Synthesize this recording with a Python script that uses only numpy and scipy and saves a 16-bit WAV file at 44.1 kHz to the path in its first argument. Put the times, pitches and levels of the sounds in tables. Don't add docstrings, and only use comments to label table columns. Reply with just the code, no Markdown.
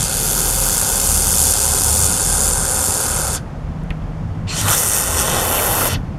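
import sys
import numpy as np
from scipy import signal
from scipy.fft import rfft, irfft, next_fast_len
from scipy.io import wavfile
from scipy.ndimage import uniform_filter1d

SR = 44100
rng = np.random.default_rng(int(sys.argv[2]) if len(sys.argv) > 2 else 0)


def store_wav(level_fs):
    pcm = np.round(np.clip(np.atleast_2d(level_fs), -1, 1) * 32767)
    wavfile.write(sys.argv[1], SR, pcm.T.astype(np.int16))


def invert_db(x):
    u = np.asarray(x, float) / 20
    return 10 ** u


N = 272538

# f/Hz, level/dB
BURST_COLOURS = [
    [(880, -35), (1500, -8), (1860, -15), (2260, -25), (2650, -16.5), (2860, -15), (3480, -16), (3880, -15),
     (4540, -12), (5740, -11.5), (7190, -0.5), (7700, -2), (9640, 0), (12600, -11), (15600, -26.5)],
    [(880, -25), (1500, -1), (1690, -2), (1930, -0.5), (2160, -17), (2650, -9.5), (3250, -10), (3520, -7.5),
     (4030, -15), (5790, 4.5), (9270, 9.5), (10500, -1.5), (11600, -2), (14400, -14), (15600, -23)],
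]
# f/Hz, width/Hz, level/dB
PANEL_RIDGES = [
    [(1900, 130, -2.5), (2046, 50, -3.4), (2140, 60, 4.5), (2320, 100, -3.5), (3330, 60, -3),
     (3450, 130, 2), (2821, 80, -3.1), (5276, 130, -2.7), (6245, 130, 3.1), (6804, 80, 2.7),
     (6934, 130, -2.2), (7515, 80, -3.6), (7666, 80, 2.7), (9625, 80, -4.7), (9991, 200, 2.8),
     (10573, 80, -3.4), (10810, 200, -1.7), (12123, 130, 2.6), (14406, 80, 3.9)],
    [(2864, 50, -6.5), (3058, 130, 4.3), (3295, 50, -7.7), (3682, 50, -5.6), (4522, 80, -4.7),
     (4802, 50, -6.1), (5060, 50, -5.3), (5233, 130, 3.3), (5728, 130, 5.1), (6891, 50, -6.0),
     (7558, 50, -5.3), (9905, 130, 3.3), (13221, 80, -5.0), (14147, 130, 3.3)],
]


def evened(x):
    return x / np.sqrt(np.mean(x ** 2) + 1e-20)


def read(points, hz):
    f, value = np.transpose(points)
    return np.interp(np.log(hz + 1), np.log(f + 1), value)


def columns(rows):
    s, *rest = np.transpose(rows)
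    return [np.interp(np.arange(N) / SR, s, column) for column in rest]


def colour(x, gain):
    size = next_fast_len(len(x) + 4096)
    hz = np.fft.rfftfreq(size, 1 / SR)
    return irfft(rfft(x, size) * gain(hz), size)[:len(x)]


def noise(gain, size=N):
    return colour(rng.standard_normal(size), gain)


def below(hz, corner_hz, order):
    return 1 / (1 + (hz / corner_hz) ** order)


def peak(hz, centre_hz, width):
    return 1 / (1 + 2j * (hz - centre_hz) / width)


def ridge_gain(hz, ridges):
    return invert_db(sum(db * 2 ** -(2 * (hz - f) / w) ** 2 for f, w, db in ridges))


def narrow(hz, width):
    turn = np.exp(2j * np.pi * np.cumsum(hz * np.ones(N)) / SR)
    r = np.exp(-np.pi * max(width, .5) / SR)
    start = rng.standard_normal(N + SR) + 1j * rng.standard_normal(N + SR)
    slow = signal.lfilter([1], [1, -r], start)[SR:]
    return evened((turn * slow).real)


def shadow(x, rows, width):
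    hz, depth = columns(rows)
    turn = np.exp(2j * np.pi * np.cumsum(hz) / SR)
    r = np.exp(-np.pi * width / SR)
    band = 2 * (turn * signal.lfilter([1 - r], [1, -r], x / turn)).real
    return x - depth * band


def swells(rows):
    t = np.arange(N) / SR
    return sum(db * np.exp(-((t - s) / np.where(t < s, build, fall)) ** 2) for s, db, build, fall in rows)


def wind():
    # f/Hz, level/dB
    rumble_colour = [(12, -32), (20, -6), (97, 1.5), (125, -3), (161, -3), (245, -9.5), (269, -11),
                     (308, -14), (343, -22.5), (500, -23), (650, -51), (1100, -120)]
    # f/Hz, level/dB
    roar_colour = [(190, -40), (330, -4.5), (391, -10), (443, -6.5), (568, -6), (663, -6), (750, -6.5),
                   (1090, -10.5), (3940, -30.5), (6880, -35.5), (13400, -48.5)]
    # peak t/s, level/dB, build t/s, drop t/s
    gusts = [(.0, 4.5, .05, 0.039), (1.17, 0.5, .08, .05), (1.3, 1.5, .05, .08), (1.6, -2.5, .1, 0.084),
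             (1.82, 0, .08, 0.079), (2.06, 1, .03, 0.052), (2.67, -2.5, .07, .1), (3.67, -1, 0.033, .03),
             (3.915, -8, 0.018, 0.032), (4.37, 2, .03, 0.12), (4.63, 4.5, 0.027, 0.036),
             (4.9, -2.5, .12, 0.24), (5.33, 4.5, .04, 0.061), (5.76, 1.5, .07, .1),
             (5.96, 5.5, 0.026, 0.077), (6.13, 4, 0.055, .05)]
    wind_db, trim_db, lump_db, roar_db = -25.5, -2, 0.5, -38.5
    lumps = evened(noise(lambda hz: below(hz, 12, 2)))
    rumble = evened(noise(lambda hz: invert_db(read(rumble_colour, hz))))
    roar = evened(noise(lambda hz: invert_db(read(roar_colour, hz))))
    rumble_db = wind_db + swells(gusts) + trim_db + lump_db * lumps
    return invert_db(rumble_db) * rumble + invert_db(roar_db) * roar


def drones():
    # start t/s, length t/s, f/Hz, glide/(Hz per s), level/dB
    engine_tones = [(0.043, 0.88, 39.4, 1.6, -26.5), (0.803, 0.62, 39.6, 0, -26.5),
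                    (1.193, 0.96, 39.5, 2.5, -31), (2.0, 0.85, 39.7, 1.8, -27), (2.99, 0.45, 40, 6, -31),
                    (3.401, 1.06, 39.8, 1.1, -29.5), (4.794, 0.52, 53, 2, -30),
                    (5.293, 0.535, 50.4, 2, -35), (0.305, 0.51, 70.5, -1, -33),
                    (0.894, 0.73, 72.3, 6.5, -26), (1.548, 0.25, 74.5, 2.5, -28),
                    (1.791, 0.37, 75, -3, -23), (2.2, 0.58, 74, 1.5, -27), (2.72, .25, 75.1, .5, -28),
                    (3.048, 0.38, 74, 0.5, -28), (3.998, 0.67, 87.7, 14, -31),
                    (4.596, .15, 100.3, 22, -22.5), (5.095, 0.14, 76.5, 4, -28),
                    (5.309, 0.48, 83.6, 5, -34.5), (5.918, 0.094, 89.5, 4, -27.5),
                    (3.066, 0.35, 156, 3, -34), (3.36, 1.15, 150.7, 9, -30), (4.22, .7, 162, -9, -31),
                    (3.648, 0.38, 182.5, 0.5, -34), (4.149, 0.37, 105, 4, -32), (0, 0.53, 161, 0, -34.5),
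                    (1.893, 0.98, 165.5, -6, -35.5), (1.89, .8, 180.6, 2, -38), (1.01, 0.63, 182, 5, -36.5),
                    (1.6, 0.76, 103, 3.5, -32), (2.5, 0.96, 105, -1, -38.5), (3.578, .2, 82, 4, -32),
                    (5.638, 0.51, 126, 5.5, -30)]
    waver, fade = 0.13, 0.64
    out = np.zeros(N + SR)
    fuzz = narrow(0, width=7)
    for s, length, hz, glide, db in engine_tones:
        t = np.arange(round(length * SR)) / SR
        edge = 1 + waver * np.roll(fuzz, round(s * SR * 3))[:len(t)]
        tone = np.sqrt(2) * np.sin(2 * np.pi * (hz * (s + t) + glide * t ** 2 / 2))
        out[round(s * SR):][:len(t)] += invert_db(db) * edge * tone * signal.windows.tukey(len(t), fade)
    return out[:N]


def ticks():
    # t/s, peak level/dB, ring f/Hz, fall by 60 dB t/s, snap level/dB
    trigger_ticks = [(3.8355, -44, 9500, .015, -45), (3.9047, -21.5, 2600, 0.011, -33),
                     (3.9057, -27, 1698, .012, -60), (3.9060, -20, 2200, .012, -42),
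                     (3.9075, -23, 2500, 0.016, -60), (3.9100, -22, 1500, .02, -60),
                     (3.9125, -27, 2300, .02, -60), (3.9150, -32, 1300, .02, -60),
                     (3.9212, -37, 2000, .015, -60), (3.9250, -38, 2500, .02, -60),
                     (4.022, -37, 2600, .02, -55), (6.0672, -33, 900, 0.010, -60)]
    # t/s, level/dB, pressed t/s, rebound level/dB, rebound t/s
    camera_push = (3.9045, -18, .009, -12, .0045)
    size = 4000
    out, t = np.zeros(N + size), np.arange(size) / SR
    for s, db, hz, t60, snap_db in trigger_ticks:
        rattle = evened(noise(lambda f: abs(peak(f, hz, 0.76 * hz)) ** 3, size))
        tone = np.sin(2 * np.pi * hz * t)
        attack = np.minimum(t / 0.00037, 1)
        ring = (0.4 * tone + 0.73 * rattle) * invert_db(db - 60 * t / t60) * attack
        snap = noise(lambda f: below(f, 12500, 20), size) * invert_db(snap_db - 60 * t / 0.0051)
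        out[round(s * SR):][:size] += ring + snap
    s, db, hold, back_db, back = camera_push
    press = -invert_db(db) * signal.windows.tukey(round(hold * SR), .3)
    rebound = invert_db(back_db) * np.hanning(round(back * SR))
    jolt = np.r_[press, rebound]
    out[round(s * SR):][:len(jolt)] += jolt
    return out[:N]


def air_bands():
    # start t/s, length t/s, f/Hz, width/Hz, level/dB
    passing_bands = [(4.468, 0.11, 4300, 700, -30), (.03, 0.56, 414, 110, -36), (3.1, 0.28, 535, 160, -35.5),
                     (5.5, .13, 2940, 1000, -29), (5.22, .24, 3400, 900, -31), (4.54, .1, 3200, 1400, -31),
                     (4.76, .05, 6500, 2500, -27), (5.3, 0.597, 710, 900, -31),
                     (4.47, 0.085, 900, 1200, -38.5), (4.462, 0.1, 2620, 640, -33.5),
                     (4.55, 0.081, 6700, 3700, -23.5), (4.676, .016, 2900, 2500, -22),
                     (4.72, 0.047, 3570, 470, -27), (4.63, 0.15, 1260, 960, -23),
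                     (4.56, .24, 3840, 1700, -30.5), (5.584, 0.024, 2400, 820, -25.5),
                     (5.801, 0.049, 1400, 300, -28), (4.464, 0.15, 7400, 1400, -33.5),
                     (4.66, 0.084, 750, 550, -27), (4.78, 0.17, 9500, 1500, -24.5)]
    out = np.zeros(N)
    for s, length, hz, width, db in passing_bands:
        size = round(length * SR)
        air = noise(lambda f: abs(peak(f, hz, width)) ** 2, SR)[:size]
        out[round(s * SR):][:size] += invert_db(db) * evened(air) * signal.windows.tukey(size, 0.63)
    return colour(out, lambda hz: ridge_gain(hz, PANEL_RIDGES[1]))


def sputter(slugs):
    rate, spread = columns(slugs)
    rhythm = narrow(rate, spread.mean())
    flutter = evened(noise(lambda hz: below(hz, 460, 4) * hz / (hz + 70)))
    quick = colour(rhythm + flutter, lambda hz: hz ** 2 / (hz ** 2 + 45 ** 2))
    return evened(np.tanh(1.3 * evened(quick)))


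def levels(press, hand, laws):
    # peak t/s, level/dB, build t/s, drop t/s
    surges = [(0.025, 3, .05, 0.026), (0.707, 1, 0.14, .06), (1.14, 1.5, 0.11, 0.046),
              (1.52, 2.5, 0.3, 0.011), (2.06, 2, .25, 0.023), (2.46, 2.5, 0.18, 0.069),
              (3.34, 3, 0.025, 0.026), (2.84, 0, .08, .08), (5.2, 4, 0.034, 0.027), (5.4, 0, 0.11, 0.027),
              (4.71, 4, 0.025, 0.048), (4.96, 1.5, 0.063, .03), (4.757, -3, .005, .008),
              (4.65, -3, .015, .025)]
    # wakes in t/s, share of the easing, lingers t/s, dies in t/s
    valve = [
        (0.044, 1.16, 0.003, 0.061),
        (0.027, 0.56, 0.003, 0.14),
        (0.0058, 0.089, 0.021, 0.034),
        (0.019, 0.47, .012, 0.038),
        (0.058, 1, 0.0017, .033),
        (0.075, 2.1, 0.001, 0.037),
    ]
    pivot_db = -20
    fizz_db, fizz_db_per_s = -39, 50
    opens, eases, ease_db, shuts, _ = press
    pressure_db, turn_db, foam_db = columns(hand)
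    pressure_db = pressure_db + swells(surges)
    t = np.arange(N) / SR
    eased_db = ease_db * np.clip((t - eases) / 0.024, 0, 1)
    out = []
    for (db, push, turn, foam), (wake, ease, linger, die) in zip(laws, valve):
        held_db = db + push * (pressure_db - pivot_db) + turn * turn_db + foam * foam_db
        since = np.maximum(t - shuts - linger, 0)
        opening_db = 45 * np.exp(-np.maximum(t - opens, 0) / wake)
        dying_db = fizz_db_per_s * since - fizz_db * (1 - np.exp(-since / die))
        out.append(held_db + ease * eased_db - opening_db - dying_db)
    return out


def burst(press, hand, laws, slugs, spectrum, sill, echoes, ridges):
    splits_hz = [2050, 4700, 6500, 10650]
    shares = (.5, .45, .7, .95, 1.03, 1.0)
    layers_db = levels(press, hand, laws)
    jet_db = layers_db[-2]
    live = np.clip((np.arange(N) / SR - press[0]) / .01, 0, 1)
    depth_db = press[-1] * np.clip((jet_db + 36) / 12, 0, 1)
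    swing_db = depth_db * sputter(slugs)
    gas = rng.standard_normal(N)

    comb_hz = np.fft.rfftfreq(8192, 1 / SR)
    comb = abs(1 + sum(g * np.exp(-2j * np.pi * comb_hz * ms / 1000) for ms, g in echoes))
    comb = comb * ridge_gain(comb_hz, ridges)

    def boom(hz):
        return sum(invert_db(db) * abs(peak(hz, f, w)) ** 2 for f, w, db in sill)

    def low(hz):
        return below(hz, 1130, 12)

    def jet(hz):
        return invert_db(read(spectrum, hz))

    def under(hz, i):
        return below(hz, splits_hz[i], 24)

    shapes = [lambda hz: boom(hz) * low(hz),
              lambda hz: boom(hz) * (1 - low(hz)),
              lambda hz: jet(hz) * (under(hz, 1) - under(hz, 0)),
              lambda hz: jet(hz) * (under(hz, 2) - under(hz, 1)),
              lambda hz: jet(hz) * (under(hz, 3) - under(hz, 2)),
              lambda hz: jet(hz) * (1 - under(hz, 3))]
    out = np.zeros(N)
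    for level_db, shape, share in zip(layers_db, shapes, shares):
        def heard(hz):
            return shape(hz) * np.interp(hz, comb_hz, comb)
        puff_db = share * swing_db
        mean_db = (share * depth_db) ** 2 * np.log(10) / 20
        unit = np.sqrt(np.mean(colour(gas, heard) ** 2))
        puffs = gas * invert_db(puff_db - mean_db + level_db) * live
        out += colour(puffs, heard) / unit
    return out


def spits(jet):
    # t/s, peak level/dB
    clots = [(0.0942, -7), (0.1685, -4), (0.5247, -4), (0.613, -5), (0.6958, -3), (0.7647, -4),
             (0.8135, -1), (0.9991, -3), (1.0854, -5), (1.1398, -2), (1.1712, -3), (1.2191, -4),
             (1.3394, -2), (1.5354, -1), (1.5998, -5), (1.7474, -5), (1.8297, -5), (1.924, -2),
             (1.9704, -2), (2.1934, -5), (2.2717, -3), (2.9926, -5), (3.0794, -7), (3.2685, -8),
             (3.3298, -7), (4.6813, -2), (4.8963, -2)]
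    size_db, length_s, hold = -9.5, .002, 0.44
    out, t = jet.copy(), np.arange(400) / SR
    for s, db in clots:
        at = round(s * SR)
        out[at - 300:at] *= 1 - hold * np.hanning(600)[100:400]
        crack = noise(lambda hz: invert_db(read(BURST_COLOURS[0], hz)), 400)
        out[at:at + 400] += invert_db(db + size_db) * evened(crack) * np.exp(-t / length_s)
    return out


def foam_can():
    # opens t/s, eases t/s, eases by level/dB, shuts t/s, sputter depth/dB
    presses = [
        (-.2, 3.28, -2, 3.36, 4),
        (4.462, 5.877, -6, 5.936, 4),
    ]
    # t/s, gas pressure/dB, nozzle turned to microphone/dB, foam in flow/dB
    hands = [
        [(0, -22, -4, -2), (.25, -20.5, 3, -0.5), (1.0, -19, -1, 0), (1.5, -18, -3.5, -0.5),
         (1.8, -17.5, -3.5, 0.5), (2.2, -18.5, -5, 1), (2.6, -20, -5.5, 3.5), (2.85, -18.5, -3.5, 2.5),
         (3.3, -22, -2.5, 2)],
        [(4.5, -22, -2, -4.5), (4.66, -21.5, 3.5, -4.5), (4.78, -19.5, 5.5, -3), (4.9, -20, -0.5, -4.5),
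         (5.0, -20.5, 4, -3.5), (5.07, -22, -0.5, -3), (5.38, -22.5, 1, 2), (5.5, -24.5, 8.5, 0.5),
         (5.88, -23.5, 9, 2.5)],
    ]
    # level/dB, dB per pressure dB, dB per turn dB, dB per foam dB
    hand_laws = [
        [(-30, 0.22, 0, 0.34), (-33, -0.46, 0, .5), (-32.5, 0.3, 0, -1.07), (-28.5, 0.9, 0.16, -0.23),
         (-21, 1.07, 0, 0.18), (-26, 1.5, 1, 0)],
        [(-24.5, 0.12, 0, 1.46), (-27.5, 0.5, 0, 0.85), (-28.5, 1.1, 0.15, 1.02), (-26.5, 1.84, 0.05, 0.6),
         (-21, 1.16, 0, -0.13), (-25.5, 1, 1, 0)],
    ]
    # t/s, rate/(slugs per s), spread/Hz
    slug_rates = [
        [(0, 105, 30), (1.5, 108, 25), (3.4, 122, 30)],
        [(4.45, 160, 91), (5.0, 175, 100), (6.0, 195, 90)],
    ]
    # f/Hz, width/Hz, level/dB
    sill_modes = [
        [(271, 150, -16), (394, 83, 3.5), (528, 79, -1.5), (751, 91, 2.5), (960, 400, -6), (1258, 92, -8.5),
         (1446, 140, -7.5), (1590, 84, -7), (1880, 270, -18)],
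        [(256, 52, -2.5), (342, 31, -0.5), (398, 80, 1.5), (497, 110, -0.5), (615, 100, -8), (803, 240, 2),
         (1063, 125, -1), (1227, 87, -8), (1422, 190, -2), (1800, 510, -12)],
    ]
    # delay/ms, gain/1
    near_echoes = [
        [(0.82, 0.073), (0.875, 0.13), (1.025, -0.048), (1.12, 0.067), (1.235, 0.044), (1.35, 0.033),
         (1.4, 0.021), (1.99, 0.095), (2.225, 0.064), (2.495, -0.14), (2.67, -0.063), (2.72, -0.086),
         (2.85, -0.047), (3.065, -0.11)],
        [(1.1, 0.1), (1.14, 0.049), (1.29, -0.083), (1.375, 0.088), (1.505, 0.057), (1.565, -0.012),
         (1.61, 0.096), (1.995, 0.057), (2.22, 0.078), (2.26, -0.098), (2.445, -0.091), (2.825, -0.166),
         (3.565, -0.06), (4.145, -0.11)],
    ]
    # t/s, f/Hz, depth/(0 to 1)
    middle_hollow = [(0, 1110, .5), (.3, 1050, 0.5), (.7, 1100, 0.04), (3.4, 1100, .1), (5.75, 1100, 0.06),
                     (5.9, 1100, 0.3), (6.18, 1100, .4)]
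    # t/s, f/Hz, depth/(0 to 1)
    hand_hollow = [(0, 10900, 0), (1.5, 10630, .2), (2.0, 11300, 0.9), (3.4, 10600, .6), (4.55, 11000, .6),
                   (4.66, 11000, .85), (4.77, 10950, 0.8), (4.79, 10450, 0.9), (4.88, 10800, .9),
                   (4.97, 10800, 0.85), (5.06, 10800, 0.95), (5.15, 10700, .9), (5.27, 10500, .8),
                   (5.4, 10400, 0.7), (5.55, 10400, .3), (5.65, 10100, .7), (6.18, 10200, 0.5)]
    # t/s, f/Hz, depth/(0 to 1)
    low_hollow = [(0, 5700, 0.34), (1.6, 5750, 0), (2.2, 5770, 0.4), (3.4, 5880, 0.5), (4.4, 5000, 0.4),
                  (6.18, 4900, .3)]
    parts = zip(presses, hands, hand_laws, slug_rates, BURST_COLOURS, sill_modes, near_echoes, PANEL_RIDGES)
    can = sum(burst(*part) for part in parts)
    can = spits(shadow(can, middle_hollow, width=330))
    can = shadow(can, hand_hollow, width=380)
    return shadow(can, low_hollow, width=320)


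def scene():
    return (wind() + drones() + ticks() + air_bands() + foam_can())[None]


def ceiling(x):
    treble_limits = [(-120, 13500), (-64, 14300), (-47, 15100), (-29.6, 15800)]
    hz, _, z = signal.stft(x, SR, nperseg=2048, noverlap=1536)
    treble = uniform_filter1d((abs(z[hz > 12000]) ** 2).sum(0) * 4 / 3, size=7)
    level_db, top_hz = np.transpose(treble_limits)
    row = np.searchsorted(level_db, 10 * np.log10(treble + 1e-11)) - 1
    kept = z * (hz[:, None] < top_hz[row])
    return signal.istft(kept, SR, nperseg=2048, noverlap=1536)[1][:N]


def low_pass(x):
    return signal.sosfilt(signal.butter(12, 15730, fs=SR, output="sos"), x)


def record(dry):
    # f/Hz, width/Hz, depth/(0 to 1)
    whine_notches = [
        (3940, 110, .88),
        (7852, 120, .9),
    ]

    def notch_gain(hz):
        return np.prod([1 - d * peak(hz, f, w) for f, w, d in whine_notches], axis=0)

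    notched = colour(dry[0], notch_gain)
    mix = np.clip(ceiling(notched), -1, 1)[None]
    return low_pass(mix)


dry = scene()
out = record(dry)
store_wav(out)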